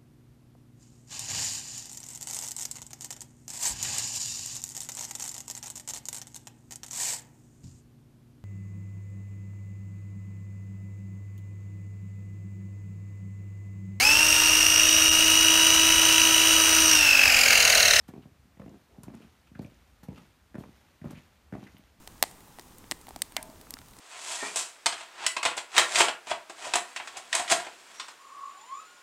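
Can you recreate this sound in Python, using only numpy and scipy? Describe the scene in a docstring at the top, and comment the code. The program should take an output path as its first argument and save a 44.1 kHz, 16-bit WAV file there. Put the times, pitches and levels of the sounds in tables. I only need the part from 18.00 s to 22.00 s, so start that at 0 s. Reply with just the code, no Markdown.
"""Stone paving under a wooden roof: a file of people marches in step, two paces a second.
Each pace is a ragged volley of heels, each a dull thump with a short knock from its hard edge.
Soles scuff, creak, skid and crunch grit; uniforms rustle. The roof answers every step with
an echo, a low ring and a diffuse tail, over a faint outdoor rumble and hiss."""
import sys
import numpy as np
from scipy import signal
from scipy.fft import rfft, irfft, next_fast_len
from scipy.io import wavfile
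from scipy.ndimage import map_coordinates

SR = 44100
rng = np.random.default_rng(int(sys.argv[2]) if len(sys.argv) > 2 else 0)


def dump(signal):
    """Clip the signal to [-1, 1] and save it as 16-bit WAV at the path in sys.argv[1]."""
    limited = np.clip(np.atleast_2d(signal).T, -1, 1)
    pcm = np.round(limited * 32767).astype(np.int16)
    wavfile.write(sys.argv[1], SR, pcm)


N = 176400

# Outdoor hiss. Each row: frequency in Hz, relative level in dB.
AIR_SPECTRUM = [(20, -14), (40, -15), (62, 0.5), (140, -12.5), (250, -12.5), (400, -20.5), (800, -21),
                (1400, -23), (2500, -26.5), (5000, -31.5), (9000, -35), (10400, -38), (12000, -37),
                (15300, -38)]
# Distant rumble. Each row: time in seconds, level in dB.
RUMBLE_LEVELS = [(0, -62), (0.349, -82), (.55, -79), (.8, -73), (1.8, -61), (2.35, -73), (2.9, -84),
                 (3.35, -62), (3.9, -66)]
# Soles brushing, dragging, creaking. 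Each row: start in seconds, length in seconds, level in dB.
SCUFFS = [(.080, 0.026, -52.5), (1.032, 0.016, -49), (1.616, 0.032, -58), (2.031, 0.03, -53.5),
          (2.585, 0.067, -59), (3.107, 0.021, -52)]
DRAGS = [(.89, 0.21, -61.5)]
CREAKS = [(.218, 0.044, -62), (1.211, 0.044, -57.5), (1.469, 0.019, -60), (2.156, 0.023, -57),
          (2.174, 0.018, -50.5), (3.095, .03, -60), (3.168, 0.031, -56), (3.62, 0.073, -64),
          (3.767, 0.0045, -57)]
# Friction of soles and cloth. Each row: frequency in Hz, relative level in dB.
SCUFF_SPECTRUM = [(500, 11.5), (1400, 9), (2500, -0.5), (4200, 1), (5000, -2), (7000, -1), (8000, -5),
                  (9200, 0), (10400, -6), (12000, 1), (15000, -9.5)]
DRAG_SPECTRUM = [(150, -16), (400, 11), (600, 7), (870, 3), (1200, -14.5), (4000, -44), (15000, -49)]
CREAK_SPECTRUM = [(400, -1), (1300, 2.5), (1800, -7), (2700, 4.5), (3800, -8), (6500, -15.5), (15000, -26)]
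RUSTLE_SPECTRUM = [(300, -2), (900, 0.5), (2500, -2), (4000, -5.5), (5000, -9), (7000, -9.5), (8000, -21),
                   (9200, -9.5), (10400, -21), (12000, -13), (15000, -23.5)]
# Heel strikes. Each row: start in seconds, thump level in dB, thump pitch in Hz,
# knock level in dB, knock pitch in Hz.
HEELS = [(.087, -35, 195, -38, 730), (0.137, -35.5, 264, -36.5, 810), (0.162, -41, 217, -42, 860),
         (.177, -35.5, 205, -45, 676), (0.571, -50, 144, -46.5, 1910), (.597, -36.5, 167, -34.5, 870),
         (0.618, -48.5, 242, -45, 1050), (0.642, -44, 145, -54, 1210), (.661, -37.5, 216, -37.5, 800),
         (.679, -37.5, 194, -42, 890), (0.714, -42.5, 240, -59, 700), (0.741, -46.5, 245, -51, 800),
         (0.983, -38, 180, -69, 710), (1.033, -43, 136.6, -53, 1430), (1.068, -40, 145, -50, 700),
         (1.081, -32.5, 243, -36, 740), (1.101, -43.5, 212, -42, 1050), (1.138, -41, 262, -37.5, 590),
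         (1.146, -37, 236, -42, 1270), (1.203, -44.5, 300, -54, 790), (1.246, -46.5, 213, -55, 940),
         (1.515, -44, 189, -79.5, 800), (1.554, -40, 166.2, -48, 1530), (1.593, -27.5, 196, -34.5, 710),
         (1.647, -33.5, 192, -41, 2500), (2.031, -43.5, 175, -46.5, 1760), (2.085, -29, 163, -35, 733),
         (2.118, -39, 205, -46, 690), (2.544, -37, 228, -36, 1630), (2.553, -33, 226, -32, 770),
         (2.582, -29.5, 171, -37, 930), (2.608, -37.5, 227, -58, 800), (2.658, -46.5, 235, -66, 800),
         (2.69, -42.5, 214, -61, 800), (2.637, -46, 203, -35.5, 1180), (3.016, -36.5, 167, -42, 1870),
         (3.043, -33, 284, -34, 710), (3.053, -29.5, 148, -37.5, 1100), (3.058, -34.5, 160, -39, 1400),
         (3.090, -46, 190, -45, 880), (3.107, -35.5, 220, -35.5, 1250), (3.131, -39.5, 161, -49, 810),
         (3.525, -29.5, 190, -34, 1560), (3.536, -37.5, 220, -34, 1670), (3.542, -42.5, 142, -40, 775),
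         (3.551, -30, 287, -33, 850), (3.58, -38, 192, -43.5, 900), (3.628, -38.5, 212, -36.5, 920),
         (3.678, -52, 183, -49, 1250), (3.744, -45.5, 183, -75, 810), (3.793, -47, 210, -81, 806)]
# A heel's thump at THUMP_REF_HZ, and its edge's crack. Each row: frequency in Hz, relative level in dB.
THUMP_SPECTRUM = [(30, -43), (65, -7.5), (110, 0), (200, 4.5), (300, 0.5), (450, -21), (800, -21),
                  (1500, -57), (4000, -55)]
CRACK_SPECTRUM = [(150, 2), (500, 16), (850, 7), (1200, -5.5), (2400, -3.5), (3500, -19.5), (8000, -23.5),
                  (15000, -38)]
# Soft bumps between paces. Each row: start in seconds, level in dB, pitch in Hz.
BUMPS = [(0.314, -55, 105), (0.388, -55.5, 95), (0.453, -54, 196), (2.234, -52, 215), (2.28, -59, 130.7),
         (3.173, -42, 190), (3.984, -57.5, 145)]
# Stride rustles. Each row: start in seconds, time to peak in seconds, level in dB.
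RUSTLES = [(.09, 0.063, -73.5), (.59, 0.18, -72.5), (1.06, 0.12, -69), (1.58, 0.17, -70.5),
           (2.081, 0.088, -67), (2.54, 0.19, -68), (3.029, 0.1, -66), (3.52, 0.13, -65.5)]
# Middle of each volley, in seconds.
PACES_S = [0.128, 0.642, 1.11, 1.609, 2.098, 2.59, 3.078, 3.569]
# Roof tail decay. Each row: frequency in Hz, T60 in seconds.
ROOF_DECAY = [(60, 0.22), (200, 0.52), (600, 0.23), (2000, 0.19), (6000, 0.19), (15000, 0.067)]
# Roof reverb colour. Each row: frequency in Hz, gain in dB.
ROOF_TONE = [(40, -0.5), (90, -16), (220, -6.5), (450, -3), (1000, -5.5), (3000, -8), (12000, -11.5)]
# Heel skids. Each row: start in seconds, level in dB, initial pitch in Hz, T60 in seconds.
SKIDS = [(0.617, -42, 1380, 0.023), (1.55, -47.5, 1720, .055), (1.645, -53, 2570, .03),
         (2.552, -42, 1620, .03), (2.636, -52, 1300, .03), (3.147, -52, 2560, .13), (3.55, -44, 1260, .03),
         (3.667, -47, 2080, 0.042)]
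# Ticks of grit and, last, one tiny squeak. Each row: start in seconds, peak in dB, band centre in Hz.
TICKS_AND_SQUEAK = [(.694, -52.5, 5930), (1.034, -40.5, 8950), (1.151, -50.5, 8000), (1.592, -49, 4420),
                    (1.662, -54.5, 5000), (1.744, -55, 5900), (2.605, -50, 3530), (3.108, -41, 7000),
                    (3.185, -49.5, 2140), (3.640, -48.5, 4200), (3.768, -49, 2790), (3.783, -41, 17000)]

THUMP_REF_HZ = 200


def amp(db):
    """Decibels to gain."""
    return 10 ** (np.asarray(db) / 20)


def unit(x):
    """Scale to rms 1."""
    return x / np.sqrt(np.mean(x ** 2) + 1e-20)


def along(points, hz):
    """Interpolate (Hz, value) points on a log frequency axis."""
    f, values = np.transpose(points)
    return np.interp(np.log(hz + 1), np.log(f + 1), values)


def filtered(x, response):
    """Apply a frequency response."""
    size = next_fast_len(len(x) + 8192)
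    return irfft(rfft(x, size) * response(np.fft.rfftfreq(size, 1 / SR)), size)[:len(x)]


def noise(spectrum, n=N):
    """Coloured noise, rms 1."""
    return unit(filtered(rng.standard_normal(n), lambda hz: amp(along(spectrum, hz))))


def band_noise(hz, log_width, n):
    """Noise band around hz, rms 1."""
    band = lambda f: 1 / (1 + (np.log((f + 1) / hz) / log_width) ** 2)
    return unit(filtered(rng.standard_normal(n), band))


def wobble(knots_per_s):
    """Smooth random curve."""
    return map_coordinates(rng.standard_normal(N // 8), [np.arange(N) * knots_per_s / SR + 2])


def add(track, start_s, sound):
    """Mix a sound in."""
    i = int(np.clip(round(start_s * SR), 0, N - 1))
    track[i:i + len(sound)] += sound[:N - i]


def outdoors(air_db=-63.5, rumble_hz=67, width_hz=22.2, waver_db=1.5):
    """Faint steady air and a wavering distant rumble."""
    band = lambda hz: 1 / (1 + ((hz - rumble_hz) / width_hz) ** 4)
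    rumble = unit(filtered(rng.standard_normal(N), band))
    rumble_db = np.interp(np.arange(N) / SR, *np.transpose(RUMBLE_LEVELS)) + waver_db * wobble(2.3)
    return amp(air_db) * noise(AIR_SPECTRUM) + amp(rumble_db) * rumble


def rub(strokes, spectrum, grain, rise_share):
    """Friction noise, chopped by its grain, in strokes that swell and fade."""
    t, level = np.arange(N) / SR, np.zeros(N)
    for start_s, length_s, db in strokes:
        progress = np.maximum(t - start_s, 0) / length_s
        level += amp(db) * (1 - np.exp(-progress / rise_share)) * np.exp(-2 * progress ** 2)
    return level * unit(noise(spectrum) * grain)


def soles(slips_per_s=200, jitter=0.12, fade_cycles=0.25, rub_floor=0.27, grain_db=1.5):
    """Soles scuff and drag on stone; a shoe rolling off creaks by stick-slip."""
    cycle = np.cumsum(slips_per_s * np.exp(jitter * wobble(slips_per_s))) / SR % 1
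    slips = rub_floor + np.exp(-cycle / fade_cycles)
    grain = amp(grain_db * wobble(900))
    scuffs = rub(SCUFFS, SCUFF_SPECTRUM, grain, rise_share=0.049)
    drags = rub(DRAGS, DRAG_SPECTRUM, grain, rise_share=0.12)
    creaks = rub(CREAKS, CREAK_SPECTRUM, slips, rise_share=0.14)
    return scuffs + drags + creaks


def thump(hz):
    """A dull push of about two cycles, sinking in pitch as it settles."""
    scaled_hz = np.fft.rfftfreq(SR // 5, 1 / SR) * THUMP_REF_HZ / hz + 1
    phase = -2 * np.pi * np.log(scaled_hz / THUMP_REF_HZ)  # each frequency lags one of its own cycles
    wave = irfft(amp(along(THUMP_SPECTRUM, scaled_hz)) * np.exp(1j * phase))[:SR // 20]
    return wave / np.abs(wave).max()


def heel(thump_db, thump_hz, knock_db, knock_hz):
    """One heel: a thump led by the knock and crack of its hard edge."""
    ring_db, ring_peak_s = -9.5, 0.00071
    crack_db, crack_t60_s, crack_rise_s = -7, 0.039, 0.001
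    t = np.arange(SR // 20) / SR
    age = t / ring_peak_s
    ring = amp(ring_db) * age * np.exp(1 - age) * np.sin(2 * np.pi * knock_hz * t)
    crack = noise(CRACK_SPECTRUM, len(t))
    crack *= amp(crack_db - 60 * t / crack_t60_s) * (1 - np.exp(-t / crack_rise_s))
    return amp(thump_db) * thump(thump_hz) + amp(knock_db) * (ring + crack)


def near_steps():
    """Heels passing close by, with soft bumps between paces."""
    out = np.zeros(N)
    for start_s, *strike in HEELS:
        add(out, start_s, heel(*strike))
    for start_s, db, hz in BUMPS:
        add(out, start_s, amp(db) * thump(hz))
    return out


def rustle(grain_db=3):
    """Uniforms and soles rustle each stride: quick swell, slow fade."""
    t, level = np.arange(N) / SR, np.zeros(N)
    for start_s, peak_s, db in RUSTLES:
        age = np.maximum(t - start_s, 0) / peak_s
        level += amp(db) * age * np.exp(1 - age)
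    return level * unit(noise(RUSTLE_SPECTRUM) * amp(grain_db * wobble(600)))


def far_steps(marchers=6, base_db=-49, lag_s=0.04, scatter_s=0.045):
    """The rest of the file lands weakly, scattered around each pace."""
    out = np.zeros(N)
    for pace_s in PACES_S:
        for late, force, pitch, edge in rng.uniform(-1.6, 2.0, (marchers, 4)):
            db = base_db + 2 * force
            strike = heel(thump_db=db, thump_hz=225 * np.exp(0.22 * pitch),
                          knock_db=db - 7, knock_hz=1100 * np.exp(0.476 * edge))
            add(out, pace_s + lag_s + scatter_s * late, strike)
    return out


def roof_reverb(feet, delay_s=0.012, early_db=4, early_t60_s=0.11):
    """Strong early reflections and a diffuse tail, redrawn each pace as the marchers move."""
    out = np.zeros(N)
    edges = [0] + [int((a + b) / 2 * SR) for a, b in zip(PACES_S, PACES_S[1:])] + [N]
    for start, end in zip(edges, edges[1:]):
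        hz, t, bins = signal.stft(rng.standard_normal(SR * 3 // 4), SR, nperseg=256)
        fade = amp(-60 * t / along(ROOF_DECAY, hz)[:, None]) + amp(early_db - 60 * t / early_t60_s)
        band_energy = np.sum(fade ** 2, axis=1, keepdims=True) * t[1] * SR
        fade *= amp(along(ROOF_TONE, hz))[:, None] / np.sqrt(band_energy)
        response = signal.istft(bins * fade, SR, nperseg=256)[1]
        add(out, start / SR + delay_s, signal.fftconvolve(feet[start:end], response))
    return out


def roof_slap(feet, delay_s=0.021, slap_db=-20, cutoff_hz=1470):
    """One dull echo off the boards, and the low ring it sets off under the roof."""
    ring_hz, ring_db, ring_t60_s = 209.4, -7, 0.24
    width_hz = np.log(1000) / np.pi / ring_t60_s
    ring = lambda f: 1j * f * width_hz / (ring_hz ** 2 - f * f + 1j * f * width_hz)
    boards = lambda f: 1 / (1 + 1j * f / cutoff_hz)
    out = np.zeros(N)
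    add(out, delay_s, filtered(feet, lambda f: amp(slap_db) * boards(f) + amp(ring_db) * ring(f)))
    return out


def skids(rise_share=0.06, pitch_sag=0.27):
    """Rubber rasps on stone at landing; pitch falls as the heel slows."""
    out, t = np.zeros(N), np.arange(SR // 8) / SR
    for start_s, db, hz, t60_s in SKIDS:
        age = t / t60_s
        band = band_noise(hz, log_width=0.22, n=len(t))
        speed = 1 - pitch_sag * np.tanh(2 * age)
        rasp = map_coordinates(band, [np.cumsum(speed)], mode="mirror")
        add(out, start_s, rasp * amp(db - 60 * age) * (1 - np.exp(-age / rise_share)))
    return out


def ticks_and_squeak(t60_s=0.012, rise_s=0.000056):
    """Sharp ticks of grit underfoot, and one tiny, very high squeak near the end."""
    out, t = np.zeros(N), np.arange(SR // 40) / SR
    for start_s, db, hz in TICKS_AND_SQUEAK:
        burst = band_noise(hz, log_width=0.23, n=len(t))
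        burst *= amp(-60 * t / t60_s) * (1 - np.exp(-t / rise_s))
        add(out, start_s, amp(db) * burst / np.abs(burst).max())
    return out


def scene():
    """Marchers, roof and open air, in mono."""
    feet = near_steps() + far_steps() + skids() + ticks_and_squeak() + rustle() + soles()
    return (feet + roof_slap(feet) + roof_reverb(feet) + outdoors())[None]


def record(dry):
    """The microphone sheds deep bass and everything above its band limit."""
    low_hz, top_hz = 40, 15350
    thin = signal.sosfilt(signal.butter(2, low_hz, "high", fs=SR, output="sos"), dry[0])
    return filtered(thin, lambda hz: hz < top_hz)[None]


dry = scene()
out = record(dry)
dump(out)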